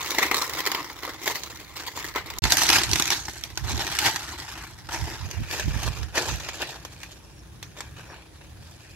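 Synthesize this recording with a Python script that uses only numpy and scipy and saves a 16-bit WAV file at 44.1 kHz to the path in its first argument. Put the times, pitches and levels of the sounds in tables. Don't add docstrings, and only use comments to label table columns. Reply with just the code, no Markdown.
import sys
import numpy as np
from scipy import signal
from scipy.fft import rfft, irfft, next_fast_len
from scipy.io import wavfile
from scipy.ndimage import uniform_filter1d

SR = 44100
rng = np.random.default_rng(int(sys.argv[2]) if len(sys.argv) > 2 else 0)


def log_audio(samples):
    frames = np.atleast_2d(samples).T
    limited = np.clip(frames, -1, 1)
    pcm = np.round(limited * 32767).astype(np.int16)
    wavfile.write(sys.argv[1], SR, pcm)


N = 394694
TIME = np.arange(N) / SR
FREQ = np.arange(N // 2 + 1) * SR / N + 1e-3

CUT_S, RESUME_S = 2.391, 2.421
IN_HANDS_S = 5.25
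GRIP_S, LET_GO_S = .015, 0.025
REST_DB, REST_BODY_DB = -57, 0
PILE_DB, PILE_S, TREES_S = -6, .004, .032
CEILING, TOP_HZ = .85, 15700

# start_s [s], length_s [s], level_db [dB before colouring], body_db [dB]
STROKES = [(0.0, 0.16, -32, -2.5), (0.195, 0.064, -26.5, 2.5), (0.358, 0.078, -29, -4.5),
           (0.552, 0.05, -31, -2), (0.724, 0.089, -36, 8.5), (1.031, 0.068, -36.5, 2.5),
           (1.237, 0.12, -31, -3.5), (1.771, 0.1, -35.5, -4.5), (1.961, 0.12, -35, 0),
           (2.161, 0.023, -33, 10.5), (2.445, 0.14, -32.5, -10), (2.587, 0.19, -24, -7.5),
           (2.975, 0.17, -35, -9), (3.66, 0.31, -33, -1), (3.814, 0.025, -29, -4), (4.0, 0.12, -31.5, -5),
           (4.242, 0.4, -41, 3), (4.928, 0.025, -30, 0), (5.055, 0.1, -40.5, 3.5),
           (5.272, 0.25, -45.5, 4.5), (5.501, 0.11, -31.5, -1), (5.704, 0.092, -37, 3.5),
           (5.824, 0.051, -32.5, 0.5), (5.961, 0.018, -38.5, 3), (6.183, 0.14, -30.5, 0.5),
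           (6.393, 0.25, -39, 3), (6.674, 0.073, -39.5, 3.5), (6.923, 0.21, -50, -4),
           (7.772, 0.023, -43, 4), (7.986, 0.011, -44, 5), (8.107, 0.039, -46, 14.5), (8.61, 0.38, -55, -1)]
# smooth_drag [0-1], settling_db [dB against the stroke], settling_s [s]
FEEL = [(0.07, -9.5, 0.43), (0.2, -7, 0.31), (0.45, -5.5, 0.1)]
# start_s [s], level_db [dB peak before the overall trim], body_db [dB]
SNAPS = [(0.106, -10, -23), (0.148, -14, -18), (0.184, -3.5, -8), (0.313, -6, -7), (0.344, -6, -18),
         (0.38, -14, -16), (0.421, -11.5, -28), (0.496, -14.5, -22), (0.536, -16, -19), (0.604, -10.5, -20),
         (0.654, -17, -23), (0.663, -7, -14), (0.672, -8, -18), (0.717, -8.5, -12.5), (0.748, -9, -9.5),
         (1.277, -6.5, -16.5), (1.435, -16.5, -32), (2.159, -10.5, -1), (2.302, -17, -15),
         (2.386, -21, -38), (2.439, -7.5, -21.5), (2.452, -8.5, -7.5), (2.505, -7, -21), (2.521, 0, -24),
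         (2.57, -3.5, -22), (2.619, -5, -14), (2.69, -2, -27), (2.701, -0.5, -21), (2.783, -6.5, -10.5),
         (2.816, -10.5, -12), (2.835, -7, -17.5), (2.914, -12.5, -27), (2.933, -5.5, -31),
         (2.957, -5.5, -17), (2.998, -5, -19), (3.023, -7.5, -33), (3.055, -16, -29), (3.078, -17.5, -31),
         (3.104, -6.5, -27), (3.283, -17.5, -10), (3.438, -20, -36), (3.575, -12, -20.5),
         (3.988, -5.5, -23.5), (4.16, -14, -21), (4.889, -21.5, -3.5), (5.312, -20, -19), (5.512, -19, -18),
         (5.833, -19, -26), (6.03, -23, -12), (6.487, -16, -6), (6.619, -16, -28), (6.85, -20, -11),
         (7.032, -22, -11), (7.628, -21.5, -18), (7.806, -18.5, -14), (8.412, -36, -1.5)]
# height_s [s], swell_s [s], fade_s [s], level_db [dB before ring and colouring], pitch_hz [Hz]
SCRAPES = [(0.229, 0.0015, 0.0086, -14, 1150), (2.525, 0.0099, 0.016, -18.5, 1600),
           (2.765, 0.033, 0.0087, -16, 1430), (3.117, 0.0061, 0.028, -21.5, 1150),
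           (4.065, 0.017, 0.014, -15.5, 560), (6.156, 0.0071, 0.015, -23.5, 580),
           (6.181, 0.0075, 0.006, -18, 1160), (6.628, 0.019, 0.006, -26, 1620)]
# [dB, relative]
FIRST_FAN = [(200, -22.5), (304, -6), (479, -10), (641, -14), (1030, -5), (1560, -12), (2090, -5),
             (2560, -14), (3890, -11), (7220, -15), (8980, -28), (12900, -20)]
# [dB, relative]
SECOND_FAN = [(120, -8), (200, -15.5), (333, -3.5), (497, -17), (880, -2.5), (1130, -9.5), (1650, -5.5),
              (2750, -9), (6020, -9.5), (9310, -24.5), (12000, -19), (15500, -29)]
# [dB, relative]
STRIPS = [(200, -17), (340, -2.5), (500, -5.5), (850, -2), (1300, -6.5), (1750, -1), (2090, -8.5),
          (2440, -0.5), (3000, -5), (6300, -5), (9400, -20), (11800, -15), (15500, -25.5)]
# freq_hz [Hz], difference_db [dB]
PORTS = [(600, 2), (2000, 4), (3300, -1), (6100, -5.5), (8700, -12), (10500, 10), (12300, 5.5), (15000, 0)]
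# [dB, relative]
RUMBLE = [(18, -23), (60, 2.5), (140, -3), (700, -45)]
# [dB, relative]
OPEN_AIR = [(230, -21), (315, -2.5), (400, -12), (1100, -22), (4700, -27.5), (9300, -36.5), (10600, -22.5),
            (12500, -55)]
# peak_s [s], level_db [dB before the overall trim]
GUSTS = [(2.45, -21.5), (2.919, -22), (3.647, -24), (3.743, -20), (5.03, -23), (5.247, -26.5), (5.404, -20),
         (5.683, -17), (5.765, -22), (5.88, -21), (6.024, -26), (6.327, -22.5)]
# [dB, relative]
BUFFET = [(25, -34), (60, 4.5), (110, 0), (190, -13.5), (700, -60)]
# middle_s [s], pitch_hz [Hz], level_db [dB before blurring]
CHIRPS = [(5.335, 2820, -48), (5.94, 2730, -51), (7.39, 5500, -58), (8.11, 5570, -57)]


def undb(db):
    return 10 ** (np.asarray(db) / 20)


def unit(x):
    return x / np.sqrt(np.mean(x ** 2) + 1e-18)


def sides(db):
    return undb(np.array([[.5], [-.5]]) * db)


def bell(x, width):
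    return np.exp(-(x / width) ** 2)


def shape(x, gain_at):
    size = next_fast_len(x.shape[-1], real=True)
    hz = np.maximum(np.arange(size // 2 + 1) * SR / size, 1)
    return irfft(rfft(x, size) * gain_at(hz), size)[..., :x.shape[-1]]


def lows(x, corner_hz):
    return shape(x, lambda hz: 1 / (1 + (hz / corner_hz) ** 4))


def highs(x, corner_hz):
    return shape(x, lambda hz: 1 / np.sqrt(1 + (corner_hz / hz) ** 4))


def db_at(points, hz):
    f, db = np.transpose(points)
    return np.interp(np.log(hz), np.log(f), db)


def colour(x, points):
    mean_power = np.mean(undb(db_at(points, FREQ)) ** 2)
    return shape(x, lambda hz: undb(db_at(points, hz))) / np.sqrt(mean_power)


def walk(rate_hz):
    size = int(SR / rate_hz)
    held = np.repeat(rng.standard_normal(N // size + 1), size)
    return unit(uniform_filter1d(held, size))[:N]


def jerks(per_s, fade_s):
    starts = (rng.random(N) < per_s / SR) * (.5 + rng.random(N))
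    return signal.lfilter([1], [1, -np.exp(-1 / (fade_s * SR))], starts)


def steady(x, span_s):
    power = uniform_filter1d(np.mean(x ** 2, axis=0), max(int(span_s * SR), 2))
    return x / np.sqrt(power + 1e-6)


def air(apart_hz):
    mid, side = rng.standard_normal((2, N))
    side = highs(side, apart_hz)
    return unit(np.array([mid + side, mid - side]))


def hollow(x, body_db, corner_hz=2000):
    body = lows(x, corner_hz)
    return body * undb(body_db / 2) + (x - body) * undb(-body_db / 2)


def buckles(per_s, spread_db, tint_db, lag_s=7e-5, fan_s=3.6e-5):
    count, size = 40000, next_fast_len(N, real=True)
    at = rng.integers(0, N, count)
    force = undb(spread_db * np.minimum(rng.exponential(size=count), np.pi))
    force = force * (np.arange(count) < per_s * N / SR)
    lag = np.rint(SR * (lag_s + fan_s * rng.standard_normal(count))).astype(int)
    centres = np.log(np.geomspace(400, 14000, 10))
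    pitch = np.log(np.arange(size // 2 + 1) * SR / size + 1)
    swarm = 0
    for band in np.eye(len(centres)):
        tint = undb(tint_db * (2 * rng.random(count) - 1))
        push = force * tint * rng.choice([-1, 1], count)
        left, right = np.bincount((at + lag) % N, push, size), np.bincount(at, push, size)
        swarm = swarm + rfft(np.array([left, right])) * np.sqrt(np.interp(pitch, centres, band))
    return unit(irfft(swarm, size)[:, :N])


def stage(s):
    return np.searchsorted([RESUME_S, IN_HANDS_S], s)


def handling():
    power = np.full(N, undb(REST_DB) ** 2)
    body = power * REST_BODY_DB
    for start, length, db, body_db in STROKES:
        early, late = np.maximum(start - TIME, 0), np.maximum(TIME - start - length, 0)
        _, settle_db, settle_s = FEEL[stage(start)]
        release = np.maximum(np.exp(-late / LET_GO_S), undb(settle_db) * np.exp(-late / settle_s))
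        stroke = (undb(db) * np.exp(-early / GRIP_S) * release) ** 2
        power = power + stroke
        body = body + stroke * body_db
    return 10 * np.log10(power), body / power


def rustle(effort_db, crackle_db=-5, slips_per_s=70, slip_s=0.011, tips_db=-7, tips_swing_db=5,
           tips_hz=4000, ticks_per_s=55, ticks_db=-6, tick_s=0.00067):
    crackle = steady(buckles(per_s=300, spread_db=1, tint_db=3.5), span_s=0.049)
    hiss = buckles(per_s=4000, spread_db=2.0, tint_db=2.0)
    drag = np.clip(np.array(FEEL)[stage(TIME), 0], 0, 1)
    grip = drag + jerks(slips_per_s, slip_s)
    edge = highs(hiss, tips_hz)
    tips = unit(edge * undb(tips_swing_db * walk(250)))
    spurts = steady(grip * (hiss + undb(tips_db) * tips), span_s=0.076)
    ticks = unit(edge * jerks(ticks_per_s, tick_s)) * (1 - drag)
    return (spurts + undb(crackle_db) * crackle + undb(ticks_db) * ticks) * undb(effort_db)


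def snaps(fibres, level_db=-13.0, tick_db=-1, tick_s=0.00088, crack_s=0.006, flap_db=-11, flap_s=0.0069,
          lead_db=-22, lead_s=0.0019, usual_body_db=-14, slow_db=0.5):
    fibres = steady(fibres + .5 * air(2300), span_s=0.0028)
    out, before = np.zeros((2, N)), SR // 50
    for s, db, body_db in SNAPS:
        span = slice(int(s * SR) - before, int(s * SR) + SR // 8)
        hollowness_db = body_db - usual_body_db
        age = (TIME[span] - s) / undb(slow_db * hollowness_db)
        tick = undb(tick_db) * np.exp(-abs(age) / tick_s)
        flap = undb(flap_db) * np.exp(-abs(age) / flap_s)
        lead = undb(lead_db) * np.exp(-abs(age) / lead_s)
        force = np.where(age < 0, lead, tick + bell(age, crack_s) + flap)
        out[:, span] += undb(db + level_db) * hollow(fibres[:, span] * force, hollowness_db)
    return out


def scrapes(fibres, ring_db=6.0, ring_octaves=0.23):
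    fibres, out = steady(fibres, span_s=0.003), 0
    for s, swell, fade, db, ring_hz in SCRAPES:
        force = undb(db) * np.exp(np.minimum((TIME - s) / swell, (s - TIME) / fade))
        out = out + shape(fibres * force, lambda hz: undb(ring_db * bell(np.log2(hz / ring_hz), ring_octaves)))
    return out


def scatter(x, pile_db, pile_s, trees_db, trees_s, dull_db):
    def split(y):
        body = lows(y, 3000)
        return body, y - body

    out = x
    for band, paths, loss_db in zip(split(x), split(air(1900)), (0, dull_db)):
        power = np.mean(band ** 2, axis=0)
        echo = 0
        for db, fade in ((pile_db, pile_s), (trees_db + loss_db, trees_s)):
            keep = np.exp(-2 / (fade * SR))
            echo = echo + undb(db) ** 2 * signal.lfilter([1 - keep], [1, -keep], power)
        out = out + np.sqrt(echo) * unit(paths)
    return out / np.sqrt(1 + undb(pile_db) ** 2)


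def turning(x, ring_db=2.5, drift_db=1.5):
    size, overlap = 512, 384
    cells = signal.stft(x, nperseg=size, noverlap=overlap)[2]

    def patches(bins, frames):
        p = rng.standard_normal(cells.shape[1:])
        for _ in range(2):
            p = uniform_filter1d(uniform_filter1d(p, bins, axis=0), frames, axis=1)
        return np.clip(unit(p), -2, 2)

    brief, broad = patches(bins=3, frames=5), patches(bins=6, frames=36)
    gain = unit(undb(ring_db * brief + drift_db * broad))
    return signal.istft(cells * gain, nperseg=size, noverlap=overlap)[1][:, :N]


def leaves(usual_body_db=-4):
    effort_db, body_db = handling()
    tearing = scrapes(buckles(per_s=4000, spread_db=2.5, tint_db=5.5))
    rubbing = hollow(rustle(effort_db) + tearing, body_db - usual_body_db)
    cracking = snaps(buckles(per_s=4400, spread_db=3.5, tint_db=0.0))
    scattered = scatter(rubbing + cracking, pile_db=PILE_DB, pile_s=PILE_S,
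                        trees_db=-5, trees_s=TREES_S, dull_db=-3)
    clicks = turning(scattered)
    first, held = TIME < RESUME_S, TIME > IN_HANDS_S
    out = 0
    for when, spectrum, off_axis in ((first, FIRST_FAN, .35), (~first & ~held, SECOND_FAN, 1.05),
                                     (held, STRIPS, .8)):
        tinted = colour(clicks * when, spectrum)
        out = out + shape(tinted, lambda hz: sides(off_axis * db_at(PORTS, hz)))
    return out


def breeze(first_db=-50, second_db=-44, first_pan_db=-10, waver_db=2):
    rumble = colour(air(224), RUMBLE) * undb(waver_db * walk(6.5))
    return rumble * np.where(TIME < RESUME_S, undb(first_db) * sides(first_pan_db), undb(second_db))


def open_air(air_db=-54):
    return colour(air(440), OPEN_AIR) * undb(air_db + walk(1.36))


def gusts(gust_db=-8, gust_pan_db=-10, gust_s=0.039, wake_db=-17, wake_s=0.3, eddy_db=-8, eddy_s=0.0082,
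          eddy_hz=230, strong_db=-18):
    power, burst = 0, 0
    for s, db in GUSTS:
        push = bell(TIME - s, gust_s) + undb(wake_db) * bell(TIME - s, wake_s)
        power = power + (undb(db + gust_db) * push) ** 2
        burst = burst + undb(2 * db - strong_db + eddy_db) * bell(TIME - s, eddy_s)
    tumble = steady(colour(rng.standard_normal((2, N)), BUFFET), span_s=0.034)
    eddies = steady(unit(lows(rng.standard_normal((2, N)), eddy_hz)), span_s=0.021)
    return (np.sqrt(power) * tumble + burst * eddies) * sides(gust_pan_db)


def birds(chirp_width_hz=120, chirp_s=0.034, sag_hz_per_s=1500):
    blur = unit(shape(rng.standard_normal(N), lambda hz: bell(hz, chirp_width_hz)))
    chirps = 0
    for s, hz, db in CHIRPS:
        age = TIME - s
        tone = np.sin(2 * np.pi * (hz - sag_hz_per_s * age / 2) * age)
        chirps = chirps + undb(db) * bell(age, chirp_s) * tone
    return np.sqrt(2) * blur * chirps


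def scene():
    return leaves() + breeze() + open_air() + gusts() + birds()


def record(dry, low_hz=40):
    live = uniform_filter1d(1. * ((TIME < CUT_S) | (TIME > RESUME_S)), size=64)
    no_bass = signal.sosfilt(signal.butter(4, low_hz, "high", fs=SR, output="sos"), dry)
    rounded = CEILING * np.tanh(live * no_bass / CEILING)
    return signal.sosfilt(signal.ellip(10, .2, 80, TOP_HZ, fs=SR, output="sos"), rounded)


dry = scene()
out = record(dry)
log_audio(out)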